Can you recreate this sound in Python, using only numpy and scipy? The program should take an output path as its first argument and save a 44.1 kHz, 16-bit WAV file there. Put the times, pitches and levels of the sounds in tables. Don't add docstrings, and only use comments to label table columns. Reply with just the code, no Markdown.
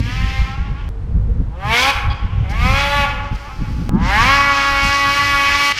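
import sys
import numpy as np
from scipy import signal
from scipy.fft import rfft, irfft, next_fast_len
from scipy.io import wavfile
from scipy.ndimage import uniform_filter1d, map_coordinates

SR = 44100
rng = np.random.default_rng(int(sys.argv[2]) if len(sys.argv) > 2 else 0)


def boost_factor(decibels):
    exponent = np.asarray(decibels, float) / 20
    return 10 ** exponent


def generate_wav(sig):
    pcm = np.round(np.clip(np.atleast_2d(sig).T, -1, 1) * 32767).astype(np.int16)
    wavfile.write(sys.argv[1], SR, pcm)


N = 255471

# (start [s], end [s])
VIEWS = [
    (0, .8907),
    (.8907, 3.8936),
    (3.8936, 5.8),
]
# (time [s], rate [Hz])
FIRING_RATE = [
    [(0, 226), (.08, 243), (.17, 259), (.35, 266), (.55, 265), (.89, 240)],
    [(.891, 150), (1.42, 151), (1.52, 161), (1.7, 221), (1.9, 279), (1.93, 279), (1.96, 255), (2.2, 205)],
    [(2.48, 188), (2.57, 225), (2.7, 263), (2.79, 282), (2.94, 287), (3.04, 281), (3.07, 262), (3.2, 258),
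     (3.893, 180)],
    [(3.894, 135), (4.05, 174), (4.21, 231), (4.3, 272), (4.36, 281), (4.8, 278), (5.2, 284), (5.39, 281),
     (5.7, 285)],
]
# (time [s], level under full cry [dB])
EFFORT = [
    [(0, -15), (.1, -11), (.39, -10.5), (.54, -21), (.64, -26.5), (.885, -22.5)],
    [(.895, -73), (1.46, -55), (1.6, -22.5), (1.74, 3.5), (1.905, 0), (1.93, -26), (2.15, -21.5),
     (2.472, -24.5)],
    [(2.483, -22), (2.54, -14), (2.66, -4.5), (3.02, -5), (3.07, -12), (3.24, -16.5), (3.6, -25),
     (3.885, -27)],
    [(3.9, -36.5), (4.1, -1.5), (4.29, 2.5), (4.45, -2), (4.75, -1), (5.2, -1), (5.718, 1.5), (5.79, 17)],
]
# (throttle shuts [s], overtones linger [s], bark lift [dB],
# bark sag as the pipe swings away [dB/s], jet lift [dB])
REVS = [
    (.54, 0.016, -12, -11.5, 1),
    (1.93, 0.19, 2.5, 2, 4.5),
    (3.051, .14, -2, -2.5, 5.5),
    (5.72, 0.025, 7.5, 4, 1),
]
REV_STARTS = [0, .8907, 2.44, 3.8936]
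# (frequency [Hz], level [dB])
PIPE_COLOURS = [
    [(150, -55), (250, -35), (523, -6), (636, -5), (763, 6), (1070, 12), (1810, 0), (2430, -1.5),
     (3950, -16), (7000, -31), (9100, -51), (15400, -120)],
    [(150, -35), (250, -6), (561, 1), (1150, 5), (1600, -4), (2400, 0), (3400, -13), (4500, -24),
     (9100, -55)],
    [(130, -34), (280, -14), (560, -16), (845, -12), (1125, 2), (1400, -8), (1680, -8), (1960, -3.5),
     (2250, -4.5), (2530, -7.5), (2810, -9), (3650, -26), (4250, -26), (5400, -29), (7200, -49),
     (9000, -65)],
]
# (frequency [Hz],
# width [Hz], lift [dB])
CHAMBER_AND_GROUND = [(410, 60, -6), (540, 50, 5), (670, 50, -5), (825, 55, 6), (1220, 110, 4), (1650, 80, 5),
                      (2170, 120, 4), (2650, 120, 5), (3300, 120, 8)]
# (time [s], depth)
TURBULENCE = [(0, 1), (.89, 1), (.9, 1.5), (3.89, 1.5), (3.9, 1), (4.25, .8), (4.4, .45), (5.8, .4)]
# (frequency [Hz], level [dB per Hz])
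ROAR_COLOUR = [(250, -27.5), (500, -23.5), (680, -18.5), (900, -11.5), (1200, -12), (2200, -6.5),
               (3200, -7.5), (3900, -25.5), (5500, -56), (7000, -52), (12000, -120)]
RATTLE_COLOUR = [(2120, -68), (3600, -6.5), (4390, 1), (5070, 1), (5480, 0), (7100, -10.5), (8500, -18.5),
                 (11000, -60), (18700, -120)]
HISS_COLOUR = [(4120, -4.5), (7000, -11.5), (9040, -12), (12200, -11), (15100, -20), (16000, -25)]
# (start [s], length [s], level [dB])
SNOW_SPRAY = [
    (0, .004, -42.5),
    (2.497, 0.026, -45),
    (3.323, .57, -54.5),
    (3.351, 0.01, -53),
    (3.948, .006, -57),
    (4.05, 0.0085, -62),
    (4.132, 0.01, -43),
    (4.83, 0.081, -34),
    (5.088, 0.1, -39.5),
    (5.583, 0.17, -34),
]
# (time [s], buffet [dB], flutter over buffet [dB], sharpness [dB])
BREEZE = [(0, -22, -0.5, -6.5), (.9, -25, -12, -9), (1.3, -15, -5, -9), (1.75, -31, -13, -8.5),
          (2.2, -26, -7, -10.5), (2.7, -14.5, -8, -7.5), (3.1, -30, -6, -13.5), (3.5, -30.5, -14, -9),
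          (3.7, -25.5, -1, -6), (4.15, -18.5, -3, -3), (4.55, -30.5, -4, -14), (4.85, -35, -9, -3),
          (5.1, -32, -0.5, -8), (5.79, -39.5, -7, -7)]
# (time [s], buffet [dB], half width [s], flutter over buffet [dB])
GUSTS = [(0.0, -7, 0.01, -7.5), (0.239, -12.5, 0.039, -15), (0.416, -7.5, 0.018, -27),
         (0.61, -14, 0.019, -14), (0.713, -19.5, 0.022, -1.5), (0.872, -19, 0.035, -9),
         (1.164, -9.6, 0.026, -12.5), (1.303, -13.5, 0.014, -9), (1.407, -9.5, 0.011, -5.5),
         (1.698, -24, 0.035, 1), (1.842, -24, 0.022, -21), (1.971, -14.5, 0.014, -22),
         (2.087, -13.5, 0.038, -8.5), (2.245, -8, 0.012, -13), (2.392, -17, 0.063, -9),
         (2.624, -14.5, 0.027, -2.5), (2.732, -12.5, 0.02, -8), (3.027, -20.5, 0.07, -4.5),
         (3.194, -23.5, 0.069, -3), (3.334, -15.5, 0.022, -6), (3.616, -17, 0.021, -1),
         (3.735, -15, 0.018, -21), (3.811, -23, 0.035, -6.5), (3.944, -17, 0.024, 1.5),
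         (4.047, -15, 0.041, -4.5), (4.218, -16.9, 0.024, -7), (4.74, -20, 0.034, -12),
         (4.865, -19.5, 0.041, -7.5), (5.331, -23, 0.041, -18), (5.524, -24.5, 0.046, -13)]
# (frequency [Hz], level [dB per Hz])
BUFFET_COLOUR = [(8.8, -48), (15, -7.5), (32, -4.5), (49, 5), (99, -11.5), (130, -37.5), (170, -14),
                 (290, -120)]
FLUTTER_COLOUR = [(59, -11), (100, 12), (328, -26.5), (455, -20.5), (497, -18), (700, -38), (910, -92),
                  (1540, -120)]
WHIP_COLOUR = [(100, -16), (170, 2), (260, -4.5), (400, -22), (700, -120)]
# (frequency [Hz], level [dB per Hz])
MURMUR_COLOUR = [(290, -8.5), (500, -13.5), (578, -17.5), (729, -14.5), (1280, -19.5), (1570, -22),
                 (9220, -48), (16000, -63)]
# (frequency [Hz], time to fall 60 dB [s])
TREE_DECAY = [(300, 2.2), (1500, 0.95), (4000, 0.45), (10000, 0.44)]
TREES_DB = [-9.5, -10, -13.5]
# (delay [s], pitch ratio, level [dB])
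ECHOES = [
    [(.41, 1.055, -5)],
    [(.22, 1, -15), (.47, 1, -23), (.85, 1, -24)],
    [(.22, 1, -23), (.47, 1, -24)],
]
# (start [s], end [s])
IDLE_S = (.8907, 1.55)
# (time [s], level [dB])
SCENE_STEPS = [
    (0.8902, -20.5),
    (3.8934, -8.5),
]
# (start [s], length [s], level [dB])
SHORT_RING = (2.1, 0.034, -34.5)
# (frequency [Hz], level [dB per Hz])
SHORT_RING_COLOUR = [(2500, -40), (3150, -12), (3300, 6), (3450, -13), (4200, -16), (4800, -7), (6500, -51)]
# (time [s], rate [Hz])
LUG_RATE = [(0, 122), (4.3, 92.4), (4.45, 113), (4.7, 159), (5.1, 171), (5.8, 179.5)]

TUNED_HZ = 266


def unit(x):
    return x / np.sqrt(np.mean(x ** 2) + 1e-20)


def along(points, hz):
    f, v = np.transpose(points)
    return np.interp(np.log(hz + 1), np.log(f + 1), v)


def curves(rows, t):
    s, *cols = np.transpose(rows)
    return [np.interp(t, s, c) for c in cols]


def wobble(rate, t):
    knots = np.convolve(rng.standard_normal(400), [.5, 1, .5])
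    return np.interp(t * rate, np.arange(402), knots)


def window(t, start_s, length_s, edge_s):
    nearest_edge = np.minimum(t - start_s, start_s + length_s - t)
    return np.clip(nearest_edge / edge_s + 1, 0, 1)


def coloured(x, points):
    m = next_fast_len(len(x) + 8192)
    gain = boost_factor(along(points, np.fft.rfftfreq(m, 1 / SR)))
    return irfft(rfft(x, m) * gain, m)[:len(x)]


def noise(points, gate):
    return unit(coloured(gate * rng.standard_normal(len(gate)), points))


def shimmer(t, cell_hz, cell_s):
    cells = rng.standard_normal((130, 80))
    return lambda hz: map_coordinates(cells, [t / cell_s, hz / cell_hz], order=1, mode="wrap")


def overtones(t, hz, turn, pipe, count):
    coarse = t[::64]
    slow, fast = shimmer(coarse, 130, .3), shimmer(coarse, 170, .035)
    drift = shimmer(coarse, 400, .07)
    depth = curves(TURBULENCE, coarse)[0]
    tone = np.zeros(len(t))
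    for k in range(1, count + 1):
        f = k * np.interp(coarse, t, hz)
        fade_db = depth * np.clip(k / 7, .3, .8) * (2 * slow(f) + 8 * fast(f))
        lift_db = sum(db * np.exp(-((f - mode_hz) / wide_hz) ** 2) for mode_hz, wide_hz, db in CHAMBER_AND_GROUND)
        slid = f * (k * TUNED_HZ / f) ** 0.4
        gain = boost_factor(along(pipe, slid) + lift_db - 5 + np.minimum(fade_db, 6))
        blur = .2 * k * np.sqrt(depth) * drift(f)
        phase = k * turn + np.interp(t, coarse, blur) + rng.normal(0, 1)
        tone += np.interp(t, coarse, gain) * np.cos(phase)
    power = sum(boost_factor(along(pipe, k * 280)) ** 2 for k in range(1, count + 1)) / 2
    return tone / np.sqrt(power)


def exhaust_roar(t, puff):
    scatter_db = 3 * curves(TURBULENCE, t)[0]
    return boost_factor(-17 + scatter_db + 1.5 * wobble(40, t)) * noise(ROAR_COLOUR, puff)


def metal_rattle(t, top, crack):
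    return boost_factor(23.5) * top + boost_factor(-7 + 2.1 * wobble(40, t)) * noise(RATTLE_COLOUR, crack)


def gas_hiss_and_snow(t, jet_db, puff, crack):
    snow = sum(boost_factor(db) * window(t, s, length, 0.0039) for s, length, db in SNOW_SPRAY)
    jet = np.hypot(boost_factor(jet_db), snow)
    unsteady = boost_factor(0.73 * wobble(29.65, t) + 1.3 * wobble(9, t))
    hiss = jet * unsteady * noise(HISS_COLOUR, np.sqrt(crack))
    return hiss + boost_factor(3) * snow * noise(RATTLE_COLOUR, puff)


def wind(t):
    breeze_db, flutter_db, sharp_db = curves(BREEZE, t)
    deep, fast = boost_factor(2 * breeze_db), boost_factor(2 * (breeze_db + flutter_db))
    for s, db, wide_s, rel_db in GUSTS:
        swell = np.exp(-((t - s) / wide_s) ** 2)
        deep = deep + boost_factor(2 * db) * swell
        fast = fast + boost_factor(2 * (db + rel_db)) * swell
    buffet = noise(BUFFET_COLOUR, np.ones(len(t)))
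    buffet /= np.sqrt(np.abs(uniform_filter1d(buffet ** 2, size=1800)) + .3)
    flutter = noise(FLUTTER_COLOUR, boost_factor(1.73 * wobble(39.99, t)))
    whip = boost_factor(sharp_db) * noise(WHIP_COLOUR, boost_factor(3.6 * wobble(50, t)))
    return np.sqrt(deep) * buffet + np.sqrt(fast) * (flutter + whip)


def far_murmur(t):
    return boost_factor(-42.5) * noise(MURMUR_COLOUR, np.ones(len(t)))


def tree_tail(x, trees_db):
    hz, t, z = signal.stft(rng.standard_normal(SR + SR // 2), SR, nperseg=256)
    decay = boost_factor(-60 * t / along(TREE_DECAY, hz)[:, None])
    onset = np.clip(t / 0.058, 0, 1)
    tail = signal.istft(z * decay * onset, SR, nperseg=256)[1]
    diffuse = boost_factor(trees_db) * signal.fftconvolve(x, tail / np.linalg.norm(tail))[:len(x)]
    return coloured(diffuse, [(600, -8), (900, -1.5), (1400, 3.0), (2200, 4)])


def house_echoes(x, echoes):
    i = np.arange(len(x))
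    late = np.zeros(len(x))
    for s, ratio, db in echoes:
        waver = .0003 * wobble(45, i / SR)
        copy = np.interp(i * ratio - (s + waver) * SR, i, x, left=0)
        late += boost_factor(db + 4 * wobble(30, i / SR)) * copy
    return coloured(late, [(300, -14), (600, -18), (800, -2), (1300, 0), (1800, -7), (4000, -11), (8000, -22)])


def idle_drone(t, turn):
    idling = window(t, IDLE_S[0], IDLE_S[1] - IDLE_S[0], 0.037)
    return idling * boost_factor(-47.5 + 2 * wobble(20, t)) * np.cos(3 * turn)


def scene_steps(t):
    return sum(-boost_factor(db) * (t >= s) * np.exp(-np.abs(t - s) / 0.0039) for s, db in SCENE_STEPS)


def ringing_scrape(t, puff):
    start_s, length_s, db = SHORT_RING
    return boost_factor(db) * window(t, start_s, length_s, .002) * noise(SHORT_RING_COLOUR, puff)


def track_lugs(t, turn):
    lug = 2 * np.pi * np.cumsum(curves(LUG_RATE, t)[0]) / SR
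    side = boost_factor(-16.5) * np.cos(2 * lug)
    for k, db in [(4, -14), (5, -4), (6, -9), (7, -15)]:  # (overtone, dB)
        side += boost_factor(db + 3 * wobble(12, t)) * np.cos(k * turn - lug)
    bite_s = 4.3
    return window(t, bite_s + .1, 2, .1) * boost_factor(-13 - 4 * (t - bite_s)) * side


def engine(t, pipe):
    hz = curves(np.concatenate(FIRING_RATE), t)[0]
    effort_db = curves(np.concatenate(EFFORT), t)[0]
    rev = np.searchsorted(REV_STARTS, t, "right") - 1
    shut_s, linger_s, lift_db, sag_db, jet_db = np.array(REVS)[rev].T
    shut = np.clip((t - shut_s) / .03, 0, 1)
    coast = np.clip((t - shut_s - linger_s) / .06, 0, 1)

    turn = 2 * np.pi * np.cumsum(hz * (1 + 0.002955 * wobble(30, t))) / SR
    puff, crack = 1 + 0.27 * np.cos(turn), np.exp(.8 * np.cos(turn))

    shut_db, coast_db = -6, -25
    clean_db = (1 - shut) * .035 * (hz - 200) + shut * shut_db + coast * (coast_db - shut_db)
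    tones = boost_factor(clean_db - 5.0) * overtones(t, hz, turn, pipe, count=26)
    body = tones + exhaust_roar(t, puff) + track_lugs(t, turn)

    rasp = coloured(body, [(1300, -60), (1400, -15), (1800, 0)])
    top = coloured(body, [(3300, -60), (3400, -15), (3900, 0)])
    bark_db = -13 + 0.66 * effort_db + lift_db - sag_db * (t - np.array(REV_STARTS)[rev])
    keen_db = 0.026 * (hz - TUNED_HZ)
    rattle_db = -24.5 + 1.07 * effort_db - 2 * shut + keen_db
    hiss_db = -37.5 + 1.15 * effort_db - 10 * shut + jet_db + keen_db

    out = boost_factor(bark_db) * (body - rasp) + boost_factor(-10 + effort_db) * (rasp - top)
    out += boost_factor(rattle_db) * metal_rattle(t, top, crack)
    out += gas_hiss_and_snow(t, hiss_db, puff, crack)
    return out + idle_drone(t, turn) + ringing_scrape(t, puff)


def scene():
    t = np.arange(N) / SR
    out = wind(t) + scene_steps(t) + far_murmur(t)
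    for (a, b), pipe, echoes, trees_db in zip(VIEWS, PIPE_COLOURS, ECHOES, TREES_DB):
        view = (t >= a) & (t < b)
        direct = engine(t[view], pipe)
        heard = direct + house_echoes(direct, echoes) + tree_tail(direct, trees_db)
        out[view] += heard * boost_factor(-11 * window(t[view], 5.7268, 1, 0.0036))
    return out[None]


def band_limit(x):
    return signal.sosfilt(signal.butter(12, 16300, fs=SR, output="sos"), x)


def record(dry):
    mix = dry / (1 + np.abs(dry) ** 6) ** (1 / 6)
    return band_limit(mix)


dry = scene()
out = record(dry)
generate_wav(out)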